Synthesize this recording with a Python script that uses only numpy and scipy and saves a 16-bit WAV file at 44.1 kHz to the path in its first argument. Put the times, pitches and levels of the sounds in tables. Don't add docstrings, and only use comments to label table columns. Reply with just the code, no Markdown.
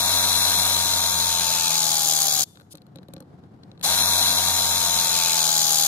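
import sys
import numpy as np
from scipy import signal
from scipy.fft import rfft, irfft, next_fast_len
from scipy.io import wavfile
from scipy.ndimage import uniform_filter1d

SR = 44100
rng = np.random.default_rng(int(sys.argv[2]) if len(sys.argv) > 2 else 0)


def boost_factor(decibels):
    exponent = np.asarray(decibels, float) / 20
    return 10 ** exponent


def dump(signal):
    limited = np.clip(np.atleast_2d(signal).T, -1, 1)
    pcm = np.round(limited * 32767).astype(np.int16)
    wavfile.write(sys.argv[1], SR, pcm)


N = 258867
T = np.arange(N) / SR
PAUSE_S = 3

# pulled_s, released_s, piston_place_turns, rattle_db, valve_db
STROKES = [
    (-1, 2.436, .68, 0, 0),
    (3.826, 9, .37, .5, 1.2),
]
# pitch_hz, likeness (-1 to 1 after clipping)
LIKE = [(80, -2.5), (250, 1.5), (900, 0.56), (1800, 1), (4000, 0.73), (5000, 0.56), (6500, 0.29),
        (9000, 0.5), (11500, 1.5), (15500, -0.1)]
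# pitch_hz, lead_radians
LEAD = [(0, 0.55), (1210, 0.56), (1460, 1.1), (2070, 1.95), (2500, 1.47), (3010, 1.53), (4050, 2.68),
        (4570, 1.46), (6120, 2.85), (7060, 1.5), (8530, 3.95), (11300, 5.4), (12800, 4.43), (16000, 1)]
# pitch_hz, level_db
LEFT = [(60, 1.0), (110, 2.2), (200, 2.2), (380, 1.8), (700, 0.5), (1290, 1.5), (2380, 2.25), (4400, 5.64),
        (8120, 4.2), (15000, 5.4)]


def evened(x):
    return x / np.sqrt(np.mean(x ** 2) + 1e-20)


def read(points, hz):
    f, value = np.transpose(points)
    return np.interp(np.log(hz + 1), np.log(f + 1), value)


def wander(hz):
    return evened(signal.lfilter([1], [1, -np.exp(-2 * np.pi * hz / SR)], rng.standard_normal(N)))


def body(modes, hz):
    power = sum(boost_factor(2 * db) / (1 + (2 * (hz - f) / width) ** 2) ** 1.51 for f, width, db in modes)
    return np.sqrt(power) * hz ** 2 / (hz ** 2 + 115.0 ** 2)


def ports(a, b, gain, like, lead=((1, 0), (2, 0)), left=((1, 0), (2, 0))):
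    size = next_fast_len(N)
    hz = np.fft.rfftfreq(size, 1 / SR)
    a, b = rfft(a, size), rfft(b, size)
    same = np.clip(read(like, hz), -1, 1)
    right = same * a * np.exp(-1j * read(lead, hz)) + np.sqrt(1 - same ** 2) * b
    tilt = boost_factor(read(left, hz) / 2)
    return irfft(gain(hz) * np.array([a * tilt, right / tilt]), size)[:, :N]


def housing(a, b, modes):
    return evened(ports(a, b, lambda f: body(modes, f), LIKE, LEAD, LEFT))


def rings(modes, t):
    return sum(boost_factor(db - 60 * t / t60) * np.sin(2 * np.pi * hz * rng.uniform(0.93, 1.05) * t)
               for hz, db, t60 in modes)


def motor():
    # load_0_to_1, mesh_tone_db, gear_rattle_db, valve_noise_db
    by_load = [(.07, -37, -19, -23.5), (.16, -36.5, -21.5, -18), (.5, -36, -23.5, -17.5),
               (.85, -36.5, -26, -19), (1, -39.5, -26.5, -21)]
    teeth_per_pump = 10.585
    hz, load, held = speed_and_load()
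    at, *laws = np.transpose(by_load)
    tone_db, rattle_law, valve_law = (np.interp(load, at, law) for law in laws)
    place, rattle_db, valve_db = (np.where(T < PAUSE_S, a, b) for a, b in np.transpose(STROKES)[2:])
    rattle_db = rattle_db + rattle_law - 8 * coasting()
    valve_db = valve_db + valve_law - 10.8 * (1 - load)
    surge_db, surge_at_s, surge_s = 7.5, 0.044, .012
    tone_db = tone_db + surge_db * np.exp(-((held - surge_at_s) / surge_s) ** 2) - 13 * coasting()
    mesh = np.cumsum(hz * (1 + 0.00033 * wander(hz=27))) / SR
    turn = mesh / teeth_per_pump + place
    a, b, c, d = rng.standard_normal((4, N))
    gate, slam = valve_gate(turn, load)
    noise = boost_factor(rattle_db) * gear_rattle(turn, a, b) + valve_noise(gate, slam, valve_db, c, d)
    noise = noise + singing_panels(gate, load, b, a)
    tones = whine_and_thrum(mesh, turn, load, tone_db)
    return since_start(0.015) * noise + ports(tones, 0 * tones, np.ones_like, [(1, 0.94), (2, 0.99)], LEAD, LEFT)


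def whine_and_thrum(mesh, turn, load, tone_db):
    # order, free_db, loaded_db
    overtones = [(12, -6.5, -30), (13, -1.5, -27.5), (16, -7.5, -27.5)]
    # order, free_db, loaded_db
    pump_orders = [(1, -38, -62), (2, -46, -45), (3, -47, -74), (4, -65.5, -53)]
    whine = np.sin(2 * np.pi * mesh) * boost_factor(0.5 * wander(hz=25) + 2.1 * load * np.sin(2 * np.pi * turn))
    for order, free_db, loaded_db in overtones:
        whine += boost_factor(free_db + (loaded_db - free_db) * load) * np.sin(2 * np.pi * order * mesh)
    shake = turn + 0.025 * wander(hz=11)
    thrum = np.zeros(N)
    for order, free_db, loaded_db in pump_orders:
        level_db = free_db + (loaded_db - free_db) * load + 1.5 * wander(hz=4.0)
        thrum += boost_factor(level_db) * np.sin(2 * np.pi * order * shake)
    whine_rise_s, thrum_rise_s = 0.023, 0.078
    whine = since_start(whine_rise_s) ** 2 * boost_factor(tone_db) * whine
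    return np.sqrt(2) * (whine + since_start(thrum_rise_s) ** 3 * thrum)


def gear_rattle(turn, a, b):
    # pitch_hz, width_hz, level_db
    rattle_body = [(230.8, 240, -24.5), (725, 253, -9), (1142, 270, -12), (1530, 360, -13.5),
                   (2197, 790, -16), (3527, 400, -6.5), (4028, 283, 1.5), (5130, 280, -8.5),
                   (6000, 530, -6.5), (7060, 500, -9), (8350, 1100, -11.5), (10360, 2800, -11.5),
                   (12800, 280, -12), (13760, 870, -11), (14700, 290, -16)]
    sway_db = 1.3
    chatter = boost_factor(1.12 * wander(hz=150) + sway_db * np.cos(2 * np.pi * (turn - .2)))
    return housing(chatter * a, chatter * b, rattle_body)


def valve_gate(turn, load):
    # place_turns, decay_turns, loaded_db, from_load
    knocks = [
        (.04, .1, -7, .3),
        (.445, .055, 11.5, .5),
    ]
    push_end, push_late = .37, .05
    push_gain, full_gain_load, spread_db = .85, .4, 2.8
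    count = np.floor(turn + .1).astype(int)
    luck = rng.standard_normal((900, 2 * len(knocks)))[count].T
    pushing = (turn % 1 < push_end) * (turn % 1 > push_late * load)
    push = uniform_filter1d(boost_factor(2.3 * wander(hz=600)) * pushing, size=24)
    gate = .5 + push_gain * np.minimum(load / full_gain_load, 1) * push
    for k, (place, decay, db, onset) in enumerate(knocks):
        since = (turn - place - 0.012 * luck[2 * k]) % 1
        strength = np.sqrt(np.clip((load - onset) / (1 - onset), 0, 1))
        strength = strength * boost_factor(db + spread_db * luck[2 * k + 1])
        knock = strength * np.exp(-since / decay) * np.minimum(since / (0.44 * decay), 1)
        gate = gate + knock
    gate = uniform_filter1d(gate, size=12)
    return gate / np.sqrt(uniform_filter1d(gate ** 2, size=4000)), knock


def valve_noise(gate, slam, valve_db, c, d):
    # pitch_hz, width_hz, level_db
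    valve_body = [(750, 295, -9.5), (1300, 580, -31), (2504, 780, -25), (3360, 460, -3.5), (3970, 280, -6),
                  (4640, 360, 2.5), (5230, 350, 1), (6500, 910, 4), (7090, 1120, 2), (8760, 490, -4),
                  (9640, 800, -8), (11460, 350, -5), (13480, 470, -1), (15000, 900, -8)]
    # pitch_hz, width_hz, level_db
    crack_body = [(12000, 5000, 0)]
    rush = boost_factor(valve_db) * housing(gate * c, gate * d, valve_body)
    return rush + boost_factor(-30) * slam * housing(d, c, crack_body)


def singing_panels(gate, load, a, b):
    # pitch_hz, width_hz, level_db, centre_load_0_to_1, load_range
    strain = [(2500, 370, -36.5, 0.42, 0.14), (11300, 1300, -29, 0.87, 0.2)]
    out = np.zeros((2, N))
    for hz, width, db, centre, reach in strain:
        panel = housing(gate * a, gate * b, [(hz, width, 0)])
        out += boost_factor(db) * np.exp(-((load - centre) / reach) ** 2) * panel
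    return out


def speed_and_load():
    # time_s, pitch_hz
    speed = [
        [(0, 940.0), (0.15, 946.7), (0.64, 945.3), (0.84, 932.3), (1.18, 923.5), (1.6, 886.9), (2.0, 823.6),
         (2.25, 795.4), (2.42, 768.8)],
        [(3.93, 941.6), (4.27, 943.6), (4.5, 932.4), (4.85, 921.3), (5.25, 889.2), (5.6, 835.4), (5.87, 801.4)],
    ]
    free_hz, sag_hz = 959.6, 178
    spin_from, spin_s, spin_bend = .2, .027, 1.4
    coast_hz = 25.04
    steady = np.interp(T, *np.transpose(speed[0] + speed[1]))
    held = np.maximum(T - np.where(T < PAUSE_S, STROKES[0][0], STROKES[1][0]), 0)
    spin_up = 1 - (1 - spin_from) * np.exp(-(held / spin_s) ** spin_bend)
    hz = steady * spin_up - coast_hz * coasting()
    return hz, np.clip((free_hz - steady) / sag_hz, 0, 1), held


def since_start(rise):
    last, again = STROKES[0][1], STROKES[1][0]
    return np.clip((last - T) / 0.0087 + 1, 0, 1) + np.clip((T - again) / rise, 0, 1)


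def coasting():
    coast_s = .02
    return np.clip((T - STROKES[0][1]) / coast_s + 1, 0, 1) * (T < PAUSE_S)


def clicks():
    # start_s, peak_db, ring_hz, treble_to_peak_db, thud_db
    bright = [(2.4077, -17, 4800, 3, -38), (2.5546, -45, 4150, -5, -57), (2.599, -38, 1430, -11, -64),
              (2.6104, -42, 1440, -6, -48), (2.7531, -32, 4100, -3, -52), (2.7726, -43, 4100, 0, -58),
              (2.819, -43, 4100, -10, -50), (2.8663, -48, 1430, -3, -56), (2.9582, -35, 4120, -4.5, -37.5),
              (3.031, -44, 1640, -12, -62), (3.0846, -41, 4080, -5, -38), (3.1364, -34.5, 4100, 2.5, -37.5),
              (3.1652, -35, 4060, -17, -35.5), (3.2036, -39.5, 1550, 2.5, -38),
              (3.2242, -44, 1260, -11, -41), (3.7953, -45, 4150, -4, -52), (3.8123, -28.5, 4040, -7, -45)]
    # start_s, peak_db, ring_hz, thud_db
    dull = [(0.574, -18, 3980, -34), (2.5576, -41, 3930, -58), (2.5725, -36, 1500, -57),
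            (2.617, -44, 1440, -51), (2.7402, -59, 1210, -41), (2.747, -48, 1480, -42),
            (2.7816, -42, 4150, -52), (2.973, -46, 4110, -51), (2.986, -40, 4080, -39),
            (3.18, -45, 1610, -45), (3.4376, -47.5, 1480, -54), (3.632, -46, 1300, -55),
            (3.6352, -37.5, 3900, -56), (3.7156, -37.5, 3900, -47), (3.777, -44, 4000, -50)]
    # pitch_hz, level_db, t60_s
    jaw_modes = [(4080, -3.5, 0.019), (1550, -11, 0.02), (2620, -14.5, 0.0064), (3460, -7, .012)]
    # pitch_hz, level_db, t60_s
    bench_modes = [(174.6, -2, 0.14), (294, -3.5, 0.092), (524, -1.5, 0.055), (860, -9, 0.029),
                   (1200, -16, 0.028)]
    dull_treble_db = -29
    events = bright + [(s, db, hz, dull_treble_db, thud_db) for s, db, hz, thud_db in dull]
    snap_band = signal.butter(2, [900, 5500], "bandpass", fs=SR)
    tick_band = signal.butter(2, [5500, 13500], "bandpass", fs=SR)
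    length = 4000
    out, t = np.zeros((2, N + length)), np.arange(length) / SR
    for s, db, hz, treble_db, thud_db in events:
        pan_db = 7.5 if 2.78 < s < 3.3 else 3
        burst = rng.standard_normal((2, length)) * boost_factor(-60 * t / 0.01) * np.minimum(t / 0.0016, 1)
        snap = signal.lfilter(*snap_band, burst)
        tick = signal.lfilter(*tick_band, burst)
        metal = 2.13 * snap + rings([(hz, 0, .012)] + jaw_modes, t) * np.array([[1], [-.6]])
        metal = metal / abs(metal).max() + boost_factor(treble_db) * tick / abs(tick).max()
        metal = boost_factor(db + 1.0) * metal * boost_factor(np.array([[pan_db], [-pan_db]]) / 2)
        thud = rings(bench_modes, t) * np.minimum(t / 0.0028, 1)
        start = round(s * SR)
        out[:, start:start + length] += metal + boost_factor(thud_db + 0.5) * thud
    return out[:, :N]


def slide():
    # time_s, level_db
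    levels = [
        [(2.44, -38), (2.452, -66), (2.486, -55), (2.606, -67), (2.68, -78)],
        [(2.698, -73), (2.71, -48), (2.732, -38), (2.745, -91)],
    ]
    # pitch_hz, density_db_per_hz
    colour = [(1000, -41), (2000, -24), (3500, -5), (6250, -5), (10700, -3), (15500, -12)]
    note_hz, note_db = 3550, -0.5
    bleed, scrape = (boost_factor(np.interp(T, *np.transpose(rows), left=-150, right=-150)) for rows in levels)
    a, b = rng.standard_normal((2, N)) * boost_factor(2 * wander(hz=200))
    hiss = evened(ports(a, b, lambda f: boost_factor(read(colour, f)), LIKE, LEAD, LEFT)) * boost_factor(-3.0)
    note = boost_factor(note_db) * np.sin(2 * np.pi * np.cumsum(note_hz * (1 + .004 * wander(hz=60))) / SR)
    return (bleed + scrape) * hiss + bleed * note * np.array([[1], [-.3]])


def room(x):
    level_db, t60_s = -35.5, 0.67
    t = np.arange(SR // 2) / SR
    tail = rng.standard_normal((2, len(t))) * boost_factor(-60 * t / t60_s) * (t > .008)
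    return boost_factor(level_db) * signal.fftconvolve(x, tail / np.linalg.norm(tail[0]), axes=1)[:, :N]


def hum():
    # pitch_hz, density_db_per_hz
    colour = [(30, -41), (60, -25), (90, -1), (160, -1.5), (220, -5), (360, -11.5), (600, -19),
              (735, -17.5), (950, -22.5), (1500, -28), (2600, -41.5), (4100, -40), (6000, -48),
              (14000, -57)]
    # pitch_hz, likeness
    hum_like = [(60, 1), (240, 0.89), (950, -0.034), (3770, 0.038), (15000, 0.073)]
    # pitch_hz, level_db
    fan_lines = [(721.4, -69.5)]
    hum_db, left_db = -52.5, 2
    lift_db, lift_at_s, lift_s, duck_db_per_s = 4.5, 3.0, .1, -3.5
    a, b = rng.standard_normal((2, N))
    level_db = hum_db + lift_db / (1 + np.exp((lift_at_s - T) / lift_s)) + 2.2 * wander(hz=9.6)
    level_db = level_db + duck_db_per_s * np.maximum(T - STROKES[1][0], 0)
    noise = evened(ports(a, b, lambda f: boost_factor(read(colour, f)), hum_like))
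    fan = sum(boost_factor(db + 52) * np.sin(2 * np.pi * hz * T) for hz, db in fan_lines)
    return boost_factor(level_db) * (noise + fan) * boost_factor(np.array([[left_db], [-left_db]]) / 2)


def scene():
    tool = motor() + clicks() + slide()
    return tool + room(tool) + hum()


def dropouts(x):
    # from_hz, to_hz, share_of_time_free, share_of_time_loaded
    holes = [(1860, 2030, .05, .45), (2860, 3140, .7, .08), (4420, 4630, .8, .2), (5400, 5600, .45, .25),
             (7800, 8200, .5, .2), (8850, 9350, .1, .25), (12700, 13100, .5, .12), (15250, 15500, .75, .05),
             (15500, 16000, .85, .2)]
    hz, t, z = signal.stft(x, SR, nperseg=2048)
    sag = np.clip((np.interp(t, T, speed_and_load()[1]) - .08) / .4, 0, 1)
    running = np.interp(t, T, since_start(.01))
    settled = np.interp(t + .04, T, since_start(.18))
    runs, below, above = uniform_filter1d(rng.standard_normal((len(t), len(holes), 3)), size=3, axis=0).T
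    rank = runs.argsort(1).argsort(1) / len(t)
    for k, (low, high, free, loaded) in enumerate(holes):
        dropped = (rank[k] < free + (loaded - free) * sag) & (settled > .5)
        spill = .8 * (high - low) * np.maximum([below[k], above[k]], -.15)
        inside = (hz[:, None] > low - spill[0]) & (hz[:, None] < high + spill[1])
        z[:, inside & dropped] *= .02
    z[:, hz > 14000] *= np.where(running > .5, 1, .2)
    return signal.istft(z, SR, nperseg=2048)[1][:, :N]


def top_cut(x):
    return signal.sosfilt(signal.butter(12, 16470, fs=SR, output="sos"), x)


def record(dry):
    dry = signal.sosfilt(signal.butter(3, 60, "highpass", fs=SR, output="sos"), dry)
    dry = 1.2 * np.tanh(dry / 1.2)
    dry = signal.oaconvolve(dry, signal.firwin(401, 15700, fs=SR)[None], "same")
    return top_cut(dropouts(dry))


dry = scene()
out = record(dry)
dump(out)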